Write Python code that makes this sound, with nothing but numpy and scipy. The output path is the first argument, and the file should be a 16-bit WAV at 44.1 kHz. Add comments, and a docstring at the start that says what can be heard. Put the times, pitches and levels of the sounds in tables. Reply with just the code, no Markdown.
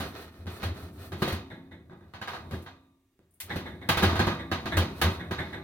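"""A wire rack is wiggled into an oven in a quiet home kitchen.
From the start it drags over the side supports by stick-slip, as noise rings fed by tiny random blows.
It knocks on the supports, exciting wire and frame modes; at each push the sheet-steel walls boom.
Later its swinging wires chatter in runs of light touches, and a wire tip ticks on the enamel.
Rack, oven cavity and kitchen ring on as decaying modes and dense noise resonances."""
import sys
import numpy as np
from scipy import signal
from scipy.fft import rfft, irfft, next_fast_len
from scipy.io import wavfile

SR = 44100
rng = np.random.default_rng(int(sys.argv[2]) if len(sys.argv) > 2 else 0)


def log_audio(samples):
    """Write samples as a 16-bit WAV file to the path given in sys.argv[1]."""
    # one column per channel
    frames = np.atleast_2d(samples).T
    # limit to full scale, then quantise
    limited = np.clip(frames, -1, 1)
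    pcm = np.round(limited * 32767).astype(np.int16)
    wavfile.write(sys.argv[1], SR, pcm)


N = 248369
TAIL = np.arange(SR) / SR   # time after a blow, s


def from_db(db):
    """Level to amplitude: 20 dB is a factor of ten."""
    return 10 ** (np.asarray(db) / 20)


def rms_one(x):
    """Normalisation to unit root-mean-square amplitude."""
    return x / np.sqrt(np.mean(x ** 2) + 1e-20)


def at_hz(points, hz):
    """Interpolation of a table on a logarithmic frequency axis."""
    points = np.array(points)
    return np.interp(np.log(hz + 1e-9), np.log(points[:, 0]), points[:, 1])


def fade(t60):
    """Exponential decay: the amplitude falls by 60 dB in t60 seconds (5 ms at least)."""
    return 1000. ** (-TAIL / max(t60, .005))


def add(out, s, sound):
    """Linear superposition: mix a sound in at time s."""
    start = max(round(s * SR), 0)
    out[:, start:start + sound.shape[1]] += sound[:, :N - start]


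# interaural coherence: columns f/Hz, likeness of the ears (0-1)
EAR_LIKENESS = [(100, .998), (250, .985), (500, .9), (1000, .64), (2000, .42), (4000, .22), (12000, .3)]


def stereo_noise(colour, ripple_db=4.0, spacing_hz=38):
    """Random-phase synthesis: coloured noise with irregular partials, the ears most alike in the bass."""
    size = next_fast_len(N, True)
    hz = np.fft.rfftfreq(size, 1 / SR)
    # the spectrum falls steeply past both ends of the table
    low_skirt = np.minimum(hz / colour[0][0], 1)
    high_skirt = np.minimum(colour[-1][0] / (hz + 1), 1)
    skirts = (low_skirt * high_skirt) ** 3
    # resonances crowd into peaks and leave gaps, most clearly in the wires' own range
    heights = np.interp(hz / spacing_hz, np.arange(2000), rng.standard_normal(2000))
    depth = at_hz([(300, 0), (800, 1), (4000, 1), (12000, .5)], hz)
    magnitude = skirts * from_db(at_hz(colour, hz) + ripple_db * depth * heights)
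    # a shared and an opposed part give the ears the wanted coherence
    alike = np.clip(at_hz(EAR_LIKENESS, hz), 0, 1)
    mid, side = np.exp(2j * np.pi * rng.random((2, len(hz))))
    ears = np.sqrt(1 + alike) * mid + np.sqrt(1 - alike) * side * [[1], [-1]]
    return rms_one(irfft(ears * magnitude, size)[:, :N])


def wire_cluster(hz, mistune, count=4):
    """Beating: near-identical wires ring at almost the same pitch (mistune is a fraction of it)."""
    pitches = hz * (1 + mistune * rng.uniform(-1, 1, (count, 1)))
    angles = (2 * np.pi * (pitches * TAIL + rng.random((count, 1)))).astype(np.float32)
    tone = np.cos(angles).sum(axis=0) + 1j * np.sin(angles).sum(axis=0)
    return tone / np.sqrt(np.mean(np.abs(tone[:SR // 4]) ** 2))


def rebounds(times, length_s, fall_db, count):
    """Repeated impact: a first touch, then uneven, on average weakening ones, as samples and energy shares."""
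    chance = rng.random((len(times), 2, count))
    when = (np.arange(count) + chance[:, 0] * (np.arange(count) > 0)) / count
    energy = from_db(-fall_db * when - 10 * chance[:, 1]) ** 2
    energy[:, 0] = from_db(-5) ** 2   # the first touch is always equally firm before sharing
    at = (times[:, None] + when * np.reshape(length_s, (-1, 1))) * SR
    return np.clip(at.astype(int), 0, N - 1), energy / energy.sum(axis=1, keepdims=True)


def dense_ring(colour, touches, db, crack_db, cavity_t60, room_db, room_t60):
    """Statistical energy decay: touches feed a direct crack and decays in the oven and the kitchen."""
    at, shares = touches
    blow_energy = shares * from_db(db)[:, None] ** 2
    fed = np.bincount(at.ravel(), blow_energy.ravel(), N) + 1e-18
    energy = 0
    for level, t60 in [(crack_db, .012), (0, cavity_t60), (room_db, room_t60)]:
        kept = from_db(-60 / (t60 * SR)) ** 2   # energy kept from sample to sample
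        energy = energy + from_db(level) ** 2 * signal.lfilter([1], [1, -kept], fed)
    return np.sqrt(energy) * stereo_noise(colour)


def struck(modes, times, db, rise_s, ear_spread, mistune=0.00892):
    """Modal superposition: each blow excites the modes unequally, out of step at the ears (spread in rad)."""
    tones = np.array([from_db(level) * fade(t60) * wire_cluster(hz, mistune)
                      for hz, level, t60 in modes], np.complex64)
    onset = 1 - np.exp(-TAIL / rise_s)
    tones *= np.sqrt(2) / np.linalg.norm(from_db(np.array(modes)[:, 1])) * onset
    out = np.zeros((2, N))
    for s, level in zip(times, db):
        phases = 2 * np.pi * rng.random(len(modes)) + ear_spread * rng.normal(0, 1, (2, len(modes)))
        shares = from_db(level + 2 * rng.normal(0, 1, len(modes))) * np.exp(1j * phases)
        add(out, s, (shares.astype(np.complex64) @ tones).imag)
    return out


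# spectral density of the quiet kitchen: columns f/Hz, relative level/dB per Hz
KITCHEN_AIR = [(25, -11.5), (60, -2.5), (100, -5), (200, -17), (370, -6), (500, -26.5), (1200, -28),
               (2200, -27), (5000, -32), (16000, -32.5)]


def kitchen():
    """Stationary background noise: the quiet of the kitchen at a steady level."""
    return from_db(-74.5) * stereo_noise(KITCHEN_AIR, ripple_db=3)


# the hand's effort, as the rumble of the walls: columns t/s, level/dB
HAND_EFFORT = [(0, -38), (.33, -55), (.72, -44), (.95, -47.5), (1.35, -45), (1.8, -62.5), (2.25, -53.5),
               (2.55, -43.5), (2.8, -61.5), (3.1, -82), (3.39, -71), (3.55, -40), (3.8, -49.5),
               (4.12, -30.5), (4.44, -48), (4.75, -37), (5.15, -43), (5.63, -49)]
# the rack slides along the supports: columns start t/s, length t/s, scrape level/dB, hiss level/dB
RACK_SLIDES = [(-.03, 0.11, -43, -54), (0.11, 0.12, -43.5, -55.5), (0.262, 0.17, -58, -68.5),
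               (0.452, 0.13, -48, -57), (0.581, 0.078, -40, -55), (0.717, 0.13, -48, -58),
               (0.876, 0.16, -59.5, -64), (0.96, 0.1, -47, -55.5), (1.15, 0.09, -47, -57),
               (1.223, 0.081, -38, -54), (2.262, 0.092, -47, -59.5), (2.5, 0.031, -56, -55),
               (3.464, 0.082, -44.5, -61), (3.935, 0.38, -39.5, -56), (4.767, 0.063, -35.5, -68),
               (4.923, 0.22, -46.5, -55.5), (5.332, 0.22, -50, -68)]
SLIDE_ATTACK_S, SLIDE_RELEASE_DB_PER_S = 0.061, 184


def drag_levels():
    """Amplitude envelopes: light rubbing follows the effort; each slide swells and then dies away."""
    t = np.arange(N) / SR
    effort = from_db(np.interp(t, *np.transpose(HAND_EFFORT)))
    scrape, hiss, rumble = effort * from_db(-17.5), effort * from_db(-25.5), effort * from_db(1)
    for start, length, scrape_db, hiss_db in RACK_SLIDES:
        swell = np.clip((t - start) / SLIDE_ATTACK_S, 0, 1)
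        release = from_db(-SLIDE_RELEASE_DB_PER_S * np.clip(t - start - length, 0, 1))
        scrape = np.maximum(scrape, from_db(scrape_db) * swell * release)
        hiss = np.maximum(hiss, from_db(hiss_db) * swell * release)
    return scrape, hiss, rumble


def slip_train(per_s, spread_db):
    """Random impulse process: tiny blows of uneven size and either sign."""
    slips = rng.random(N) < per_s / SR
    return slips * from_db(spread_db * rng.standard_normal(N)) * rng.choice([-1, 1], N)


# spectral densities of scraped wires, contact clicks (also the hiss) and rumbling walls:
# columns f/Hz, relative level/dB per Hz
SCRAPE_COLOUR = [(400, 9), (520, 6), (800, 3), (1100, 3.5), (1500, 2), (2000, -3.5), (2900, -6.5),
                 (4100, -2.5), (4800, -10.5), (6500, -17), (8000, -41.5)]
CLICK_COLOUR = [(1000, -21), (2000, -0.5), (5500, -4), (7800, -3), (10000, 1), (13000, 0.5), (16000, 2)]
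RUMBLE_COLOUR = [(25, -31.5), (60, -10.5), (84, 7.5), (105, -5), (135, -6.5), (220, -6.5), (370, -9),
                 (450, -20), (700, -18.5)]


def drag(squeak_hz=1530, squeak_db=-24):
    """Stick-slip friction: wire on enamel sends tiny blows into the rack, with hiss and wall rumble."""
    scrape, hiss, rumble = drag_levels()
    wires = stereo_noise(SCRAPE_COLOUR, ripple_db=2.0)[:, :SR] * (fade(0.0063) + from_db(4) * fade(0.29))
    # the rubbed wire answers with a faint rough squeak
    wires = wires + from_db(squeak_db) * wire_cluster(squeak_hz, mistune=0.071).imag * fade(.2)
    grit = stereo_noise(CLICK_COLOUR)[:, :SR] * (fade(0.009) + fade(0.17))
    # convolution: every slip starts the whole response afresh
    coarse_slips = slip_train(per_s=450, spread_db=6)[None]
    fine_slips = slip_train(per_s=2600, spread_db=4.5)[None]
    wires = rms_one(signal.fftconvolve(wires, coarse_slips, axes=1)[:, :N])
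    grit = rms_one(signal.fftconvolve(grit, fine_slips, axes=1)[:, :N])
    return scrape * wires + hiss * grit + rumble * stereo_noise(RUMBLE_COLOUR)


# lowest modes of the oven wall: columns f/Hz, relative level/dB
OVEN_WALL_MODES = [(66, -42.5), (81, -19.5), (87, 16.5), (112, -2)]


def boom(times, db, swell_s=0.018, ring_db=-24, ring_t60=0.78):
    """Forced panel vibration: the wall swells into its lowest modes and soon settles to a weak ring."""
    rise = TAIL / swell_s
    tone = rms_one(sum(from_db(level) * np.sin(2 * np.pi * hz * TAIL) for hz, level in OVEN_WALL_MODES))
    swell = rise * np.exp(1 - rise)
    ring = from_db(ring_db) * (1 - np.exp(-rise)) * fade(ring_t60)
    out = np.zeros((2, N))
    for s, level in zip(times, db):
        add(out, s, from_db(level) * (tone * (swell + ring))[None])
    return out


# rack strikes a support, nominal levels before each layer's offset:
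# columns t/s, wire clang level/dB, wall clunk level/dB, contact click level/dB
SUPPORT_KNOCKS = [(0.001, -38, -34, -46), (0.468, -43.5, -40, -61), (0.63, -36, -34.5, -47.5),
                  (1.12, -42, -34, -57.5), (1.220, -29.5, -24, -43), (1.277, -36.5, -31.5, -44.5),
                  (1.324, -39.5, -34, -46), (1.897, -54, -50.5, -105), (1.923, -57.5, -46.5, -113),
                  (2.009, -59.5, -52, -113), (2.137, -44, -49, -66), (2.215, -38, -48, -58),
                  (2.275, -36, -49, -56), (2.333, -37, -45.5, -71), (2.511, -45.5, -38.5, -59),
                  (2.533, -45, -34.5, -66), (2.621, -83, -51, -61), (2.662, -45, -54.5, -70.5),
                  (3.192, -73.5, -59.5, -102), (3.402, -53.5, -78, -38), (3.559, -38.5, -32, -49.5),
                  (3.889, -22.5, -25.5, -33), (3.972, -27, -30, -39), (4.024, -27.5, -26, -44),
                  (4.033, -24.5, -22, -39.5), (4.09, -31.5, -34, -54), (4.156, -32, -50, -51.5),
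                  (4.193, -24, -22.5, -45), (4.27, -28.5, -24, -51), (4.311, -36.5, -55, -77),
                  (4.515, -28, -29.5, -48), (4.657, -33, -34.5, -53.5), (4.77, -27.5, -23, -35.5),
                  (5.015, -24.5, -27.5, -34), (5.034, -30, -30.5, -63), (5.31, -33.5, -33, -52.5)]
# wire modes of the rack, then slow bending modes of its frame: columns f/Hz, relative level/dB, t60/s
WIRE_MODES = [(486, 2, 0.56), (634, -5, 0.45), (667.6, 5, 0.41), (670, -10, 0.42), (830, 8, 0.3),
              (910, -3, 0.89), (1088, -16.5, 0.48), (1189, 0.5, 0.89), (1222, -8, 0.8), (1360, -4.5, 0.15),
              (1600, -5.5, 0.23), (1519, 5, 0.15), (1610, 10, 0.22), (1635, 6.5, 0.22), (1780, 6.5, 0.14),
              (1965, 3.5, 0.31), (2060, -1.5, 0.35), (2355, -5.5, 0.44), (2515, -1, 0.62),
              (2430, -8.5, 0.5), (3503, -0.5, 0.41), (3640, -2, .5), (3720, -11.5, .45),
              (3770, -11.5, 0.35), (3880, -8, 0.6), (3820, -15, 0.42)]
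BENDING_MODES = [(169.6, -6, 0.95), (206.9, -10.5, 0.4), (232.4, -12, 0.98), (266.7, -5.5, 1.04),
                 (328.4, -3, 0.85), (370.8, 2, 0.2), (379, -8.5, 1.08)]
# spectral densities of the dense resonances: columns f/Hz, relative level/dB per Hz
CLANG_COLOUR = [(420, -25), (490, -4.5), (700, 2.5), (800, 1), (1200, 5), (1750, 2), (2150, -1.5),
                (2400, -25)]
ZING_COLOUR = [(1900, -2), (2300, 1.5), (2750, -3), (3300, 0), (3600, 0), (4050, 0), (4500, -4.5),
               (5000, -10.5), (6500, -14.5), (7800, -25.5)]
SINGING_COLOUR = [(450, -8), (730, 4), (820, -25), (930, 6), (1200, 0.5), (1400, -12.5), (2200, -18),
                  (2400, -8.5), (2560, -9), (2750, -30), (3450, -27.5), (3700, -1), (4080, -13),
                  (4400, -35.5)]
CLUNK_COLOUR = [(100, 3), (120, -3.5), (220, -1), (280, -13), (340, -5), (378, -3.5), (415, -23.5),
                (500, -10.5)]


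def knocks():
    """Impact excitation: each blow rebounds and rings wires, frame and wall; harder contacts zing more."""
    s, clang_db, clunk_db, click_db = np.transpose(SUPPORT_KNOCKS)
    # the zing lies between clang and click
    zing_db = clang_db + 0.84 + 0.32 * (click_db - clang_db)
    # a -57 dB click chatters for 15 ms, one 28 dB harder for half as long
    chatter_s = 0.015 * .5 ** ((click_db + 57) / 28)
    touches = rebounds(s, chatter_s, fall_db=13, count=6)
    wires = dense_ring(CLANG_COLOUR, touches, clang_db - 0.5,
                       crack_db=-10, cavity_t60=0.15, room_db=-4.5, room_t60=0.4)
    wires += dense_ring(ZING_COLOUR, touches, zing_db,
                        crack_db=-12, cavity_t60=0.28, room_db=-4.5, room_t60=0.4)
    wires += struck(WIRE_MODES, s, clang_db - 6, rise_s=0.00046, ear_spread=0.91)
    # the cross wires sing on in a few narrow bands
    wires += dense_ring(SINGING_COLOUR, touches, clang_db - 13,
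                        crack_db=-10, cavity_t60=0.51, room_db=-4.5, room_t60=0.86)
    click = dense_ring(CLICK_COLOUR, touches, click_db + 0.5,
                       crack_db=7.5, cavity_t60=0.18, room_db=-1, room_t60=0.19)
    clunk = dense_ring(CLUNK_COLOUR, touches, clunk_db + 2.5,
                       crack_db=-5.5, cavity_t60=0.11, room_db=-5, room_t60=0.3)
    frame = struck(BENDING_MODES, s, clunk_db - 13.0, rise_s=0.0029, ear_spread=0.15)
    # every knock also stirs the wall's lowest modes
    return wires + click + clunk + frame + boom(s, clunk_db - 21)


# a firm shove flexes the oven wall: columns t/s, boom level/dB
WALL_SHOVES = [(0.005, -63), (0.388, -42), (0.457, -38), (0.634, -29), (0.692, -34.5), (0.824, -41),
               (1.115, -36), (1.325, -31), (2.527, -33.5), (3.433, -50.5), (3.973, -28.5), (4.024, -24.5),
               (4.157, -30), (4.262, -34), (4.768, -22.5), (5.042, -20), (5.378, -38.5)]


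def shoves():
    """Panel flexure: the walls thud and boom when the rack is pushed home against them."""
    s, boom_db = np.transpose(WALL_SHOVES)
    touches = rebounds(s + 0.0028, 0.045, fall_db=7.5, count=6)
    thud = dense_ring(CLUNK_COLOUR, touches, boom_db - 8,
                      crack_db=7, cavity_t60=0.3, room_db=-9.5, room_t60=0.24)
    return boom(s, boom_db) + thud


# the rack swings and its wires buzz at each turn, nominal levels before each layer's offset:
# columns first turn t/s, buzz level/dB, time between turns t/s, number of turns
RACK_SWINGS = [(1.502, -45.5, .21, 2), (3.496, -35.5, .159, 3), (4.391, -41, .16, 1),
               (4.718, -32.5, .16, 1), (5.195, -41.5, .16, 1), (5.383, -33, .145, 2)]
# spectral density of the buzzing wires: columns f/Hz, relative level/dB per Hz
BUZZ_COLOUR = [(400, -6.5), (600, 2), (900, -2.5), (1300, -4.5), (1650, 4.5), (2150, 3), (2500, -18),
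               (3000, -11.5), (3600, -3), (4100, -9), (4500, -27.5), (7000, -32), (15000, -33)]
SWING_LOSS_DB = 5.5   # loss from turn to turn


def buzzes():
    """Damped oscillation: at each turn of a dying swing the rack touches lightly in a run; its frame hums."""
    turns = [(start + k * period, db - k * SWING_LOSS_DB)
             for start, db, period, count in RACK_SWINGS for k in range(round(count))]
    s, buzz_db = np.transpose(turns)
    # the hum is nominally -35.5 dB at a -42.5 dB buzz and follows 0.63 of its change
    hum_db = -35.5 + 0.63 * (buzz_db + 42.5)
    touches = rebounds(s, .02, fall_db=3.5, count=12)
    wires = dense_ring(BUZZ_COLOUR, touches, buzz_db + 0.45,
                       crack_db=3, cavity_t60=0.17, room_db=-1.0, room_t60=0.39)
    wires += struck(WIRE_MODES, s, buzz_db - 5.0, rise_s=0.02, ear_spread=0.65)
    hum = dense_ring(CLUNK_COLOUR, touches, hum_db - 6.5,
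                     crack_db=-5, cavity_t60=0.37, room_db=-5, room_t60=0.84)
    return wires + hum + struck(BENDING_MODES, s, hum_db - 4.5, rise_s=0.061, ear_spread=0.18)


# a wire tip ticks thinly on the enamel: columns t/s, level/dB
WIRE_TICKS = [(3.308, -72), (3.339, -66.5)]
# spectral density of a tick: columns f/Hz, relative level/dB per Hz
TICK_COLOUR = [(8200, -12), (9100, 2), (10000, -7), (11200, -1), (12500, -13), (14000, -7), (15800, -3.5)]


def ticks():
    """High-frequency excitation: touches too light to ring the rack stir only its highest resonances."""
    s, db = np.transpose(WIRE_TICKS)
    touches = rebounds(s, .006, fall_db=7, count=4)
    return dense_ring(TICK_COLOUR, touches, db, crack_db=9, cavity_t60=.15, room_db=-3.5, room_t60=0.39)


# interaural level difference: columns f/Hz, left minus right level/dB
EAR_LEAN = [(250, .3), (700, -.9), (1400, -2.2), (2700, -2.5), (4500, 1.8), (9000, 2.8), (14000, 2.2)]
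LEFT_LEAD_S = .00009


def placed(x):
    """Interaural differences: the oven is a little to the left, its opening throws some bands to one side."""
    size = next_fast_len(N + 4096)
    hz = np.fft.rfftfreq(size, 1 / SR)
    left, right = rfft(x, size)
    lean = from_db(at_hz(EAR_LEAN, hz) / 2)
    delay = np.exp(-2j * np.pi * hz * LEFT_LEAD_S)
    return irfft(np.array([left * lean, right / lean * delay]), size)[:, :N]


def scene():
    """Superposition: dragging, knocks, shoves, buzzes and ticks over the quiet of the kitchen."""
    rack = drag() + knocks() + shoves() + buzzes() + ticks()
    return placed(rack) + kitchen()


def record(dry):
    """Elliptic low-pass filtering: the top is cut steeply above 16350 Hz."""
    return signal.sosfilt(signal.ellip(12, .2, 80, 16350, fs=SR, output="sos"), dry)


dry = scene()
out = record(dry)
log_audio(out)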